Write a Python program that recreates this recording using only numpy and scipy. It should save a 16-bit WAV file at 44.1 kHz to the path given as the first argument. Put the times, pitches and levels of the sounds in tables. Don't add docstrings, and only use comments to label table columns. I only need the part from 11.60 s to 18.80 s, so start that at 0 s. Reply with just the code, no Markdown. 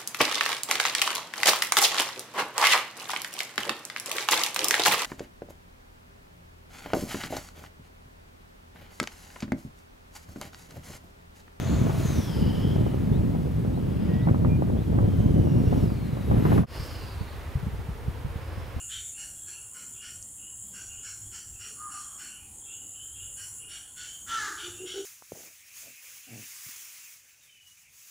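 import sys
import numpy as np
from scipy import signal
from scipy.fft import rfft, irfft
from scipy.io import wavfile
from scipy.ndimage import uniform_filter1d

SR = 44100
rng = np.random.default_rng(int(sys.argv[2]) if len(sys.argv) > 2 else 0)


def pcm_store(signal):
    levels = np.round(np.clip(np.atleast_2d(signal), -1, 1) * 32767)
    wavfile.write(sys.argv[1], SR, levels.astype(np.int16).T)


N = 317520
T = np.arange(N) / SR
FREQS = np.fft.rfftfreq(N, 1 / SR)
SHELTER_START_S = 5.06

# start in seconds, knock and tearing levels in relative dB.
BUFFETS = [(.268, -21, -40), (.295, -21.5, -30.5), (1.265, -19.5, -45), (1.344, -23, -55),
           (1.75, -23.5, -45), (2.049, -27, -45), (2.176, -24, -51), (2.672, -25, -38), (2.685, -24, -29),
           (2.745, -28, -37), (2.848, -20, -30.5), (3.022, -17.5, -37.5), (3.1, -24, -47), (3.22, -28, -48),
           (3.328, -24, -48), (3.385, -28, -33), (3.871, -24, -41), (4.127, -17.5, -33.5),
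           (4.301, -32, -44), (4.571, -26.5, -42), (4.713, -19, -30.5), (4.765, -27, -38),
           (4.852, -16.5, -26.5), (4.919, -18.5, -27.5), (4.978, -22, -27), (5.033, -28, -26.5)]
# frequency in Hz, side over mid in relative dB.
AIR_WIDTH = [(100, -20), (550, -7), (1200, -3.5), (2500, -5), (4500, -2.5), (7000, -10.5), (9500, -31),
             (12000, -38)]
# time in seconds, left minus right in dB.
KITE_PAN = [(0, 5), (1, 2), (2.5, 6), (4.2, 3), (4.9, 3), (5.2, -2.5), (6.2, -5.5), (7.2, -4)]


def undb(db):
    return 10 ** (np.asarray(db) / 20)


def unit(x):
    return x / np.sqrt(np.mean(x ** 2))


def pan(db):
    return undb(np.array([[.5], [-.5]]) * db)


def over_time(points, t=T):
    return np.interp(t, *np.transpose(points))


def over_freq(points):
    hz, value = np.transpose(points)
    return np.interp(np.log(FREQS + 1), np.log(hz), value)


def colour(x, spectrum):
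    cepstrum = irfft(np.log(unit(undb(over_freq(spectrum)))), N)
    cepstrum[1:N // 2] *= 2
    cepstrum[N // 2 + 1:] = 0
    return irfft(rfft(x) * np.exp(rfft(cepstrum)), N)


def drift(rate_hz):
    return unit(irfft(rfft(rng.standard_normal(N)) * np.exp(-(FREQS / rate_hz) ** 2), N))


def steady(x, window_s):
    power = uniform_filter1d(np.mean(np.atleast_2d(x) ** 2, axis=0), max(int(window_s * SR), 8))
    return x / np.sqrt(np.abs(power) + 1e-12)


def spread(pair, side_db):
    side = irfft(rfft(pair[1]) * undb(side_db), N)
    return np.array([pair[0] + side, pair[0] - side])


def air_noise(spectrum, width_db):
    return spread(colour(rng.standard_normal((2, N)), spectrum), over_freq(AIR_WIDTH) + width_db)


def bursts(rows, rise_s, decay_s):
    out = np.zeros(N)
    for start_s, db in rows:
        span = slice(int(start_s * SR) + 1, int((start_s + rise_s + 10 * decay_s) * SR))
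        age_s = T[span] - start_s
        attack = np.minimum(age_s / rise_s, 1)
        out[span] += undb(db) * attack * np.exp(-np.maximum(age_s - rise_s, 0) / decay_s)
    return out


def kite_sail(rush_pan_share=0.51):
    # peak time in seconds, time to half power in seconds, rush and hiss in relative dB.
    swoops = [(.08, 0.24, -47, -64), (.5, 0.15, -49.5, -54), (1.1, 0.35, -55, -67),
              (2.52, 0.12, -55.5, -79), (3.65, 0.28, -60, -68), (4.17, 0.1, -55, -62.5),
              (4.941, 0.099, -45, -61), (5.22, 0.16, -53, -59), (5.82, 0.29, -54.5, -73),
              (7.05, 0.46, -53, -72)]
    # frequency in Hz, density in relative dB.
    rush_spectrum = [(100, -20.5), (250, 7), (500, 5), (800, 2), (1200, 1), (2000, -3), (2900, -7.5),
                     (4000, -16), (5500, -22.5), (8000, -31), (15000, -42)]
    hiss_spectrum = [(1500, -5.5), (3500, 6), (5500, 2), (8000, -0.5), (10500, 0), (13000, -1.5),
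                     (15500, -4)]
    rush_power, hiss_power = undb(-60) ** 2, undb(-70) ** 2
    for peak_s, half_s, rush_db, hiss_db in swoops:
        nearness = 1 / (1 + ((T - peak_s) / half_s) ** 2)
        rush_power += nearness * undb(rush_db) ** 2
        hiss_power += nearness * undb(hiss_db) ** 2
    rush = air_noise(rush_spectrum, width_db=-5.5) * np.sqrt(rush_power) * undb(5.5 + 0.42 * drift(22))
    hiss = air_noise(hiss_spectrum, width_db=-10.5) * np.sqrt(hiss_power) * undb(7.5 + .5 * drift(25))
    return rush * pan(rush_pan_share * over_time(KITE_PAN)) + hiss


def vortex_tone(turbulence, start_s, peak_s, end_s, multiple, width, peak_db):
    # time in seconds, base shedding rate in Hz.
    shedding = [(0, 6390), (.12, 6860), (.26, 6450), (.42, 6710), (.8, 4825), (1.15, 5150), (1.4, 4660),
                (2.6, 5000), (3.3, 6400), (3.72, 6200), (3.97, 5470), (4.2, 5640), (4.33, 4490),
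                (4.58, 3890), (4.78, 3690), (4.875, 4080), (4.92, 3870), (5.04, 3420), (5.07, 4940),
                (5.27, 5330), (5.65, 4252), (6.2, 4190), (6.9, 5157), (7.2, 5250)]
    waver_share, flutter_db, edge_db = .008, 1.3, -12
    same_spot = (T < SHELTER_START_S) == (peak_s < SHELTER_START_S)
    sounding = (T > start_s) & (T < end_s) & same_spot
    t, out = T[sounding], np.zeros((2, N))
    hz = multiple * over_time(shedding, t)
    skirt = signal.butter(2, 0.52 * width * hz.mean(), fs=SR, output="sos")
    inphase, quadrature = signal.sosfilt(skirt, turbulence[..., sounding])
    gust = np.interp(t, np.linspace(0, T[-1], 300), rng.standard_normal(300))
    phase = 2 * np.pi * np.cumsum(hz * (1 + waver_share * gust)) / SR
    off_peak = np.interp(t, [start_s, peak_s, end_s], [1, 0, 1])
    gain = undb(peak_db + edge_db * off_peak ** 1.47 + flutter_db * gust)
    taper = np.minimum(np.minimum(t - t[0], t[-1] - t) / 0.01, 1)
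    out[:, sounding] = unit(inphase * np.cos(phase) + quadrature * np.sin(phase)) * gain * taper
    return out


def kite_rig():
    # start, peak and end in seconds, pitch as a multiple of the base shedding rate,
    # bandwidth as a share of pitch, peak level in dB.
    whistles = [(-.2, 0.098, 0.34, 1, 0.15, -49), (-.3, 0.1, 0.27, .58, 0.25, -52),
                (-.4, .2, .7, .099, 0.066, -45.5), (.33, 0.48, 1.17, 1, .11, -49.5),
                (.6, 0.89, 0.97, .18, 0.05, -52.5), (.4, 0.98, 1.36, .615, 0.081, -49),
                (2.2, 2.47, 2.7, 1, .08, -67), (2.1, 2.52, 2.64, .6, .25, -60),
                (3.5, 4.3, 5.8, 1, .036, -63), (3.15, 3.73, 4.5, .5, 0.055, -61),
                (4, 4.5, 4.7, .53, .06, -62), (4.63, 4.95, 5.1, 3, 0.034, -55),
                (5, 5.16, 5.77, 1, .11, -52), (4.95, 5.13, 5.83, .87, 0.099, -56),
                (4.95, 5.35, 5.68, .57, 0.11, -57.5), (5.08, 5.23, 5.5, .088, 0.18, -50),
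                (5.05, 5.7, 5.7, .22, 0.096, -55), (5.4, 6.59, 8.7, .1, 0.15, -53),
                (5.5, 6.6, 7.8, .205, 0.13, -59.5), (6.65, 7.0, 7.3, 1, .08, -66)]
    turbulence = rng.standard_normal((2, 2, N))
    tones = sum(vortex_tone(turbulence, *row) for row in whistles)
    return spread(tones, over_freq(AIR_WIDTH) - 7) * pan(over_time(KITE_PAN))


def field_hush():
    # frequency in Hz, density in relative dB.
    spectrum = [(100, -3.5), (250, -8.5), (450, -11.5), (650, -20), (900, -15), (1500, -24), (2800, -29),
                (5500, -37.5), (9000, -34), (15500, -34)]
    return air_noise(spectrum, width_db=7.0) * undb(-50)


def eddies(spectrum, per_s, scatter_db):
    kicks = (rng.random((2, N)) < per_s / SR) * rng.choice([-1, 1], (2, N))
    sizes = undb(scatter_db * rng.standard_normal((2, N)))
    return unit(colour(kicks * sizes, spectrum))


def open_wind(typical_db=-22, flutter_growth=1.26):
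    # time in seconds, wind strength in relative dB.
    strength = [(0.0, -33.5), (0.12, -23), (0.56, -28.5), (0.59, -22.5), (0.63, -34), (0.88, -20.5),
                (0.96, -26.5), (1.17, -20), (1.34, -27), (1.54, -23), (1.87, -28), (2.66, -25),
                (2.68, -18.5), (2.77, -25.5), (2.87, -19), (3.06, -26), (3.17, -21), (3.24, -30.5),
                (3.27, -24.5), (3.45, -19), (3.51, -23.5), (3.58, -21.5), (4.25, -21.5), (4.33, -29.5),
                (4.59, -30), (4.63, -34), (4.72, -18.5), (4.81, -24), (4.98, -17), (5.02, -18)]
    # frequency in Hz, density in relative dB.
    rumble_spectrum = [(20, -20.5), (40, -13), (65, -3.5), (110, -1.5), (170, -3.5), (250, -8.5),
                       (380, -16), (600, -25.5), (1200, -45.5), (3000, -90)]
    flutter_spectrum = [(120, -29), (280, -4), (420, -1.5), (650, -7), (950, -13.5), (1400, -31.5),
                        (3000, -45), (8000, -75)]
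    tearing_spectrum = [(150, -25), (400, -2), (750, 3), (1200, 1.5), (1600, -10), (2400, -18), (3200, -42),
                        (7000, -57)]
    # frequency in Hz, lag of the left channel in radians.
    left_lag = [(30, .1), (65, 0.27), (130, 0.68), (240, 1.45), (400, 1.88), (900, 2.13), (2500, 2.66)]
    wind_db = over_time(strength)
    rumble = steady(eddies(rumble_spectrum, per_s=900, scatter_db=4), window_s=.06)
    rumble *= undb(wind_db + 1.24 + .8 * drift(11))
    flutter_db = -41 + flutter_growth * (wind_db - typical_db) + 2 * drift(11)
    flutter = steady(eddies(flutter_spectrum, per_s=500, scatter_db=5.5), window_s=0.062)
    flutter *= undb(flutter_db)
    blows = bursts([(start_s, db) for start_s, _, db in BUFFETS], rise_s=0.00075, decay_s=0.0093)
    tearing = eddies(tearing_spectrum, per_s=2500, scatter_db=5) * blows * undb(3)
    side_db = over_freq([(40, -14), (150, -11.5), (1000, -9)])
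    left, right = spread(rumble + flutter + tearing, side_db) + buffet_knocks()
    left = irfft(rfft(left) * np.exp(-1j * over_freq(left_lag)), N)
    return np.array([left, right]) * (T < SHELTER_START_S)


def buffet_knocks():
    # frequency in Hz, density in relative dB.
    spectrum = [(30, -16), (120, 1), (350, 4), (800, -4), (1400, -32.5), (2600, -45), (4000, -46),
                (8000, -70)]
    kicks = np.zeros(N)
    for start_s, knock_db, _ in BUFFETS:
        kicks[int(start_s * SR)] -= undb(knock_db)
    return colour(kicks, spectrum) * undb(21.5)


def far_bird(waver_share=0.09):
    # start and length in seconds, start and end pitch in Hz, level in dB,
    # left minus right in dB.
    calls = [(1.52, .065, 3370, 4250, -57.5, 9), (2.13, .055, 3680, 4400, -63, 16),
             (2.469, .23, 1866, 2026, -50, -2), (2.575, .095, 3180, 4310, -59, 6),
             (2.882, .095, 2400, 2436, -48.5, 0), (3.15, .09, 3140, 4250, -58, 7),
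             (4.07, 0.11, 3340, 4050, -61, 4)]
    out, wobble = np.zeros((2, N)), waver_share * drift(230)
    for start_s, length_s, start_hz, end_hz, db, pan_db in calls:
        progress = np.clip((T - start_s) / length_s, 0, 1)
        hz = start_hz + (end_hz - start_hz) * (progress ** 1.5 + wobble)
        arch = 2 * np.sqrt(progress * (1 - progress))
        out += pan(pan_db) * undb(db) * arch * np.sin(2 * np.pi * np.cumsum(hz) / SR)
    return out


def sheltered_wind(cutoff_hz=220):
    # start in seconds, level in relative dB.
    thump_events = [(5.195, -29), (5.425, -32), (5.605, -25.5), (5.952, -21), (6.025, -28), (6.062, -26),
                    (6.132, -28.5), (6.185, -30), (6.285, -29.5), (6.475, -23.5), (6.645, -25.5),
                    (6.755, -29), (6.97, -28.5), (7.16, -27)]
    # frequency in Hz, density in relative dB.
    rumble_spectrum = [(20, -21), (45, -3.5), (75, 4), (115, -3), (170, -16.5), (260, -24.5), (500, -35),
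                       (1500, -63)]
    thump_spectrum = [(20, -19), (45, -10), (80, -0.5), (120, -1.5), (175, -10.5), (260, -18), (450, -30),
                      (1500, -79)]
    rumble = steady(eddies(rumble_spectrum, per_s=200, scatter_db=3), window_s=0.18) * undb(-38)
    thumps = steady(eddies(thump_spectrum, per_s=1500, scatter_db=2.5), window_s=0.024)
    thumps *= bursts(thump_events, rise_s=0.0053, decay_s=0.015) * undb(1.0)
    wind = signal.sosfilt(signal.butter(2, cutoff_hz, fs=SR, output="sos"), rumble + thumps)
    return spread(wind, side_db=over_freq([(50, -12.5), (200, 0.0)])) * (T >= SHELTER_START_S)


def scene():
    return open_wind() + sheltered_wind() + kite_sail() + kite_rig() + far_bird() + field_hush()


def record(dry, fade_out_s=0.078, fade_in_s=0.098, cutoff_hz=15650):
    ramps = np.maximum((SHELTER_START_S - T) / fade_out_s, (T - SHELTER_START_S) / fade_in_s)
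    lowpass = signal.ellip(10, .2, 80, cutoff_hz, fs=SR, output="sos")
    return signal.sosfilt(lowpass, dry * np.clip(ramps, .02, 1))


dry = scene()
out = record(dry)
pcm_store(out)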